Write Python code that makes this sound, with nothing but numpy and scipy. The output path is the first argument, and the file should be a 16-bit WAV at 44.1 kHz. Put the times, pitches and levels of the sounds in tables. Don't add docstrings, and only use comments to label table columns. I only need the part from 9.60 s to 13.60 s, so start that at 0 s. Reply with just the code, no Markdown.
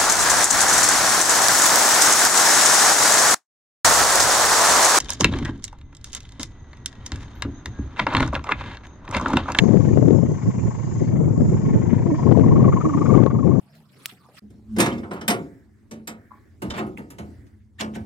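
import sys
import numpy as np
from scipy import signal
from scipy.fft import rfft, irfft
from scipy.io import wavfile
from scipy.ndimage import uniform_filter1d

SR = 44100
rng = np.random.default_rng(int(sys.argv[2]) if len(sys.argv) > 2 else 0)


def wrap_up_sound(samples):
    columns = np.atleast_2d(samples).T
    tamed = np.clip(columns, -1, 1)
    steps = np.round(tamed * 32767).astype(np.int16)
    wavfile.write(sys.argv[1], SR, steps)


N = 176400
TIME = np.arange(N) / SR

# t/s, angle/turns
KITE_TURNS = [(0, -.53), (.4595, 5), (1.687, 20), (2.5102, 30), (4, 47.96)]
# t/s, pitch factor
AIRSPEED_PITCH = [(0, 1), (1.1, 0.88), (1.7, 1), (2.35, 0.79), (2.7, 0.9), (3.1, 0.97), (3.6, 0.98),
                  (4, 0.96)]
# place in the turn/turns, length/turns, level/dB
BODY_PASSES = [(-.015, 0.12, 9), (.475, 0.14, 6.5)]
TREBLE_PASSES = [(.01, 0.15, 5.9), (.515, 0.11, 9.9)]
# f/Hz, level/dB
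BODY_SPECTRUM = [(300, -16.5), (600, -2), (880, 2.5), (1120, 2), (1350, -18.5), (1700, -19), (2500, -38.5)]
TREBLE_SPECTRUM = [(800, -25), (1300, -3), (1650, -2), (1950, 0), (2280, .5), (2480, -6), (2700, -13),
                   (3300, -12.5), (4200, -26), (7000, -36)]
# t/s, level/dB
BODY_LEVEL = [(0, -38.5), (.2, -43.5), (.55, -47.5), (.8, -45), (1.15, -44.5), (1.3, -48), (1.45, -49.5),
              (1.72, -49), (1.9, -47.5), (2.1, -42.5), (2.4, -46.5), (2.62, -37), (2.95, -46), (3.2, -40),
              (3.55, -38), (3.8, -43.5), (4, -41.5)]
TREBLE_LEVEL = [(0, -47.5), (.2, -49.5), (0.549, -58.5), (.8, -51), (1.301, -55.5), (1.45, -50),
                (1.75, -60.5), (2.1, -47.5), (2.62, -52), (2.95, -50), (3.199, -48.5), (3.55, -50),
                (4, -62.5)]
# place/turns, length/turns, top f/Hz at pitch factor 1,
# pitch arch/turns^-2, fuzz width/Hz, level/dB, octave/dB, relative pitch wander, level spread/dB
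EDGE_WHISTLES = [(-.03, .095, 1145, 7.5, 190, 2, -21, .008, 1),
                 (.475, .085, 1215, 5, 320, -2.5, -27, .015, 1),
                 (.475, .06, 1420, 6, 300, -14, -35, .04, 3)]
# t/s, level/dB
EDGE_WHISTLE_LEVEL = [(0, -51), (1.15, -51), (1.7, -56.5), (2.25, -46), (2.6, -36), (2.8, -39.5),
                      (3.0, -32), (3.17, -29), (3.32, -34.5), (3.51, -26.5), (3.6, -34), (3.76, -36),
                      (4, -45.5)]
# gain/dB, direct delay/ms, ground echo delay/ms, ground echo/dB
PORT_PATHS = [(0, 0.09, 8.33, -6), (-4.5, 0, 5.5, -9)]

# t/s, level/dB
LEFT_GUSTS = [(0.0, -14), (0.04, -9.5), (0.05, -12), (0.16, -8), (0.24, -13), (0.55, -8.5), (0.61, -13),
              (0.64, -11.5), (0.67, -21), (0.7, -15.0), (0.8, -28.5), (0.87, -14), (0.92, -27.5),
              (1.0, -18.5), (1.03, -45), (1.08, -12), (1.12, -34), (1.14, -25.5), (1.2, -37.5), (1.27, -22),
              (1.3, -30), (1.35, -23), (1.39, -20.5), (1.42, -11.5), (1.45, -23.5), (1.5, -15.5),
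              (1.58, -15), (1.62, -13), (1.67, -14.5), (1.69, -12), (1.77, -20.5), (1.78, -14.5),
              (1.82, -10), (1.84, -18), (1.95, -16), (2.0, -20.5), (2.15, -14), (2.23, -18.5), (2.35, -9.5),
              (2.39, -19), (2.47, -14.5), (2.6, -24), (2.67, -8.5), (2.72, -6), (2.75, -11.5), (2.78, -8.5),
              (2.94, -10), (3.09, -8.5), (3.11, -22), (3.14, -11.5), (3.23, -24.5), (3.25, -12.5),
              (3.33, -25.5), (3.36, -14.5), (3.44, -16.5), (3.56, -3.5), (3.64, -11.5), (3.68, -17.5),
              (3.79, -12.5), (3.81, -18), (3.86, -9.5), (3.99, -12.5)]
RIGHT_GUSTS = [(0.0, -27), (0.22, -31), (0.27, -20), (0.48, -20), (0.59, -32), (0.7, -17.5), (0.81, -32.5),
               (0.89, -10.5), (0.92, -28.5), (1.06, -12), (1.12, -29), (1.17, -24.5), (1.19, -19),
               (1.23, -21.5), (1.7, -18), (1.74, -23), (1.81, -14), (1.95, -13), (2.02, -24.5), (2.06, -13),
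               (2.12, -19.5), (2.16, -8), (2.21, -22.5), (2.28, -23), (2.31, -32), (2.4, -16), (2.53, -39),
               (2.57, -19.5), (2.73, -23), (2.76, -31), (2.86, -12.5), (3.14, -14.5), (3.26, -30),
               (3.47, -22), (3.68, -33.5), (3.73, -19), (3.81, -19.5), (3.85, -56), (3.88, -19),
               (3.99, -38)]
# f/Hz, level/dB
LEFT_BUFFET_SPECTRUM = [(20, -18.5), (40, -38), (65, -30), (90, -2), (125, 3), (180, 0), (250, -3.5),
                        (350, -8.5), (500, -15), (700, -25), (1000, -36.5), (1500, -63.5), (3200, -68),
                        (7000, -78)]
RIGHT_BUFFET_SPECTRUM = [(20, -22.5), (40, -17.5), (65, -20.5), (90, -2), (125, 6.5), (180, -5.5),
                         (250, -6.5), (350, -12), (500, -19.5), (700, -31), (1000, -38.5), (1500, -48.5),
                         (3200, -68.5), (7000, -77.5)]
# t/s, signed height, half length/ms, relative crackle/dB
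AIR_SLAPS = [(.038, -0.96, 0.53, -26), (.0932, 0.82, 0.47, -12), (0.1445, 1, 0.47, -6.5),
             (0.1721, -0.95, 0.73, -2), (.3747, -1.24, 0.43, -6), (0.4845, 1.1, 0.67, -1),
             (0.5084, 1.07, 0.49, -5), (0.5497, 0.99, 0.66, -25), (2.7131, -0.78, 0.45, -15),
             (2.7157, 0.97, 0.46, -14), (2.7255, -1.36, 0.68, -14), (2.7749, 0.99, 0.39, -1.5),
             (2.7965, -1.2, 0.73, -8), (3.5219, -0.9, .8, -13), (3.566, -1.2, 0.72, -9),
             (3.5743, -1.17, 0.67, -5.5), (3.6041, 1.03, 0.62, -22), (3.6335, 0.74, 0.48, -11),
             (3.6373, -1.5, 0.84, -7), (3.6641, 1.26, 0.44, -0.5)]
# f/Hz, level/dB
CRACKLE_SPECTRUM = [(300, 3.5), (1200, 6), (2000, -2.5), (3500, -18.5), (5500, -28), (7500, -28)]
# t/s, f/Hz, level/dB
PORT_WHISTLES = [
    [(2.465, 325, -27), (2.492, 344, -17.5), (2.515, 316, -20), (2.528, 283, -12.5), (2.545, 318, -20),
     (2.575, 328, -32)],
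    [(3.235, 319.5, -29), (3.258, 313, -12.5), (3.29, 314.7, -20.5), (3.32, 296.6, -23.5),
     (3.34, 256, -21.5), (3.36, 305, -14.5), (3.38, 323, -25.5), (3.43, 281, -24)],
]

# f/Hz, level/dB
LEFT_HISS_SPECTRUM = [(300, -3), (1300, -5.5), (2300, -8.5), (2800, -6.5), (3600, -14), (4400, -10),
                      (5400, -4.5), (5700, -5.5), (6100, 0.5), (6800, 4.5), (7400, -2), (7800, -12)]
RIGHT_HISS_SPECTRUM = [(300, 14), (1300, 7.5), (2300, -15), (2800, -12.5), (3600, -20.5), (4300, -21.5),
                       (5000, -16), (5700, -9.5), (6100, -7), (6800, -0.5), (7400, -1.5), (7800, -17.5)]
# t/s, level/dB
HISS_SWELL = [(0, -47.5), (.5, -47.5), (.7, -47.5), (1.48, -50), (1.56, -46.5), (1.9, -43), (2.4, -49),
              (2.7, -51.5), (3.05, -50), (3.55, -45.5), (3.71, -55.5), (4, -50.5)]
HISS_LOWER_TREBLE = [(0, 6), (.55, -2.5), (1.48, 1.5), (1.56, -12.5), (2.5, -3.5), (2.6, 5), (3.1, -0.5),
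                     (3.6, -2.5), (4, -5.5)]


def kite():
    body = from_afar(whoosh(BODY_PASSES, BODY_SPECTRUM, BODY_LEVEL), scatter_db=0.5)
    treble = mottled(whoosh(TREBLE_PASSES, TREBLE_SPECTRUM, TREBLE_LEVEL))
    treble = from_afar(treble, scatter_db=-8) * amp([[-1.5], [0]])
    return body + treble + from_afar(edge_whistle(), scatter_db=-11.5)


def whoosh(passes, spectrum, level, spread_db=1):
    swings = sum(amp(db) * swing(place, length) for place, length, db in passes)
    return unit(noise(spectrum) * swings * amp(spread_db * drift(8.9))) * amp(curve(level))


def mottled(treble, depth_db=2.2):
    bands = signal.stft(treble, SR, nperseg=512)[2]
    patches = uniform_filter1d(rng.standard_normal(bands.shape), size=3, axis=0)
    patches = unit(uniform_filter1d(patches, size=5, axis=1))
    return signal.istft(bands * amp(depth_db * patches), SR, nperseg=512)[1][:N]


def edge_whistle(wander_hz=20, lead_turns=0.015, octave_spread_db=3.5):
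    out, speed = np.zeros(N), curve(AIRSPEED_PITCH)
    for place, length, top_hz, arch, width_hz, db, octave_db, wander, spread_db in EDGE_WHISTLES:
        waver = 1 + wander * drift(wander_hz) + .025 * drift(203)
        hz = top_hz * speed * waver / (1 + arch * (turns_from_pass(place) + lead_turns) ** 2)
        phase = 2 * np.pi * np.cumsum(hz) / SR
        fuzz = drift(width_hz / 2) * np.cos(phase) + drift(width_hz / 2) * np.sin(phase)
        octave = amp(octave_db + octave_spread_db * drift(wander_hz)) * np.sin(2 * phase)
        tone = np.sin(phase) + .65 * fuzz + octave
        out += tone * swing(place, length) * amp(db + spread_db * drift(wander_hz))
    return unit(out) * amp(curve(EDGE_WHISTLE_LEVEL))


def swing(place, length):
    return np.exp(-.5 * abs(turns_from_pass(place) / length) ** 2.4)


def turns_from_pass(place):
    return (curve(KITE_TURNS) - place + .5) % 1 - .5


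def from_afar(source, scatter_db, t60_s=0.039):
    t, ports = TIME[:SR // 2], []
    for gain_db, direct_ms, ground_ms, ground_db in PORT_PATHS:
        tail = rng.standard_normal(len(t)) * amp(-60 * t / t60_s)
        scatter = amp(scatter_db) * signal.fftconvolve(source, tail / np.linalg.norm(tail))[:N]
        ground_echo = amp(ground_db) * delayed(source, ground_ms)
        ports.append(amp(gain_db) * (delayed(source, direct_ms) + ground_echo + scatter))
    return np.array(ports)


def buffeting(gusts, spectrum, gain_db, eddy_db=3.5, eddy_hz=50.7, usual_gust_db=-12.5):
    level = curve(gusts)
    eddies = rng.standard_normal(N) * amp(eddy_db * drift(eddy_hz))
    hz, t, bands = signal.stft(eddies, SR, nperseg=2048)
    octaves = np.clip(np.log2((hz + 1) / 140), -2, 2)[:, None]
    tilt_db = 0.22 * octaves * (np.interp(t, TIME, level) - usual_gust_db)
    rumble = signal.istft(bands * amp(colour(spectrum, hz)[:, None] + tilt_db), SR, nperseg=2048)[1][:N]
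    steady = rumble / np.sqrt(uniform_filter1d(rumble ** 2, size=1800) + 1e-20)
    return saturate(steady * amp(level + gain_db))


def saturate(pressure, limit=.93, knee=6):
    return pressure / (1 + abs(pressure / limit) ** knee) ** (1 / knee)


def slapped(rumble, spit_db=-27, spit_ms=1.8):
    out, spit = rumble, np.zeros(N)
    for at_s, height, half_ms, crackle_db in AIR_SLAPS:
        ms = (TIME - at_s) * 1000
        near = abs(ms) < 30
        u = ms / half_ms
        grip = near * np.exp(-u ** 2 / 4)
        out = out * (1 - grip) + height * (1 - .5 * u ** 2) * grip
        spit[near] += amp(crackle_db) * np.exp(-abs(ms[near]) / spit_ms)
    return out + amp(spit_db) * spit * noise(CRACKLE_SPECTRUM)


def port_low_cut(rumble, hz=42):
    return signal.sosfiltfilt(signal.butter(2, hz, "highpass", fs=SR, output="sos"), rumble)


def crackle(rumble, threshold=.5, level_db=-28):
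    crests = np.clip((abs(rumble) - threshold) / (1 - threshold), 0, 1)
    return amp(level_db) * crests * noise(CRACKLE_SPECTRUM)


def port_whistle(octaves_db=(-13.5, -27), waver=0.0246):
    out = np.zeros(N)
    for whistle, octave_db in zip(PORT_WHISTLES, octaves_db):
        phase = 2 * np.pi * np.cumsum(curve(whistle) * (1 + waver * drift(80))) / SR
        tone = unit(np.sin(phase) + amp(octave_db) * np.sin(2 * phase))
        sounding = uniform_filter1d(1. * ((TIME > whistle[0][0]) & (TIME < whistle[-1][0])), size=300)
        out += sounding * amp(curve(whistle, column=2)) * tone
    return out


def hiss(patchy_db=3.5, lower_hz=3670, lower_octaves=0.69):
    ports = np.array([noise(LEFT_HISS_SPECTRUM), amp(0.5) * noise(RIGHT_HISS_SPECTRUM)])
    hz, t, bands = signal.stft(ports, SR, nperseg=1024, noverlap=768)
    patches = uniform_filter1d(rng.standard_normal(bands.shape), size=5, axis=1)
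    patches = unit(uniform_filter1d(patches, size=25, axis=2))
    lower_treble = np.exp(-.5 * (np.log2((hz + 1) / lower_hz) / lower_octaves) ** 2)[:, None]
    bands *= amp(patchy_db * patches + lower_treble * np.interp(t, TIME, curve(HISS_LOWER_TREBLE)))
    return signal.istft(bands, SR, nperseg=1024, noverlap=768)[1][:, :N] * amp(curve(HISS_SWELL))


def amp(db):
    return 10 ** (np.asarray(db) / 20)


def unit(x):
    return x / np.sqrt(np.mean(x ** 2) + 1e-20)


def curve(points, column=1):
    table = np.transpose(points)
    return np.interp(TIME, table[0], table[column])


def colour(points, hz):
    f, db = np.transpose(points)
    return np.interp(np.log(hz + 1), np.log(f + 1), db)


def noise(spectrum):
    gain = amp(colour(spectrum, np.fft.rfftfreq(N, 1 / SR)))
    return unit(irfft(rfft(rng.standard_normal(N)) * gain, N))


def drift(hz):
    gain = np.exp(-(np.fft.rfftfreq(N, 1 / SR) / hz) ** 2)
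    return unit(irfft(rfft(rng.standard_normal(N)) * gain, N))


def delayed(x, ms):
    return np.interp(TIME - ms / 1000, TIME, x, left=0)


def lowpass(x, hz):
    return signal.oaconvolve(x, signal.firwin(601, hz, window=("kaiser", 9), fs=SR)[None], "same")


def scene():
    left = port_low_cut(slapped(buffeting(LEFT_GUSTS, LEFT_BUFFET_SPECTRUM, gain_db=0.5)))
    right = buffeting(RIGHT_GUSTS, RIGHT_BUFFET_SPECTRUM, gain_db=-1) + port_whistle()
    return np.array([left + crackle(left), right]) + kite() + hiss()


def record(dry):
    floor = amp(-87) * rng.standard_normal((2, N))
    clipped = np.clip(lowpass(dry, hz=7900), -1, 1)
    return lowpass(clipped + floor, hz=15600)


dry = scene()
out = record(dry)
wrap_up_sound(out)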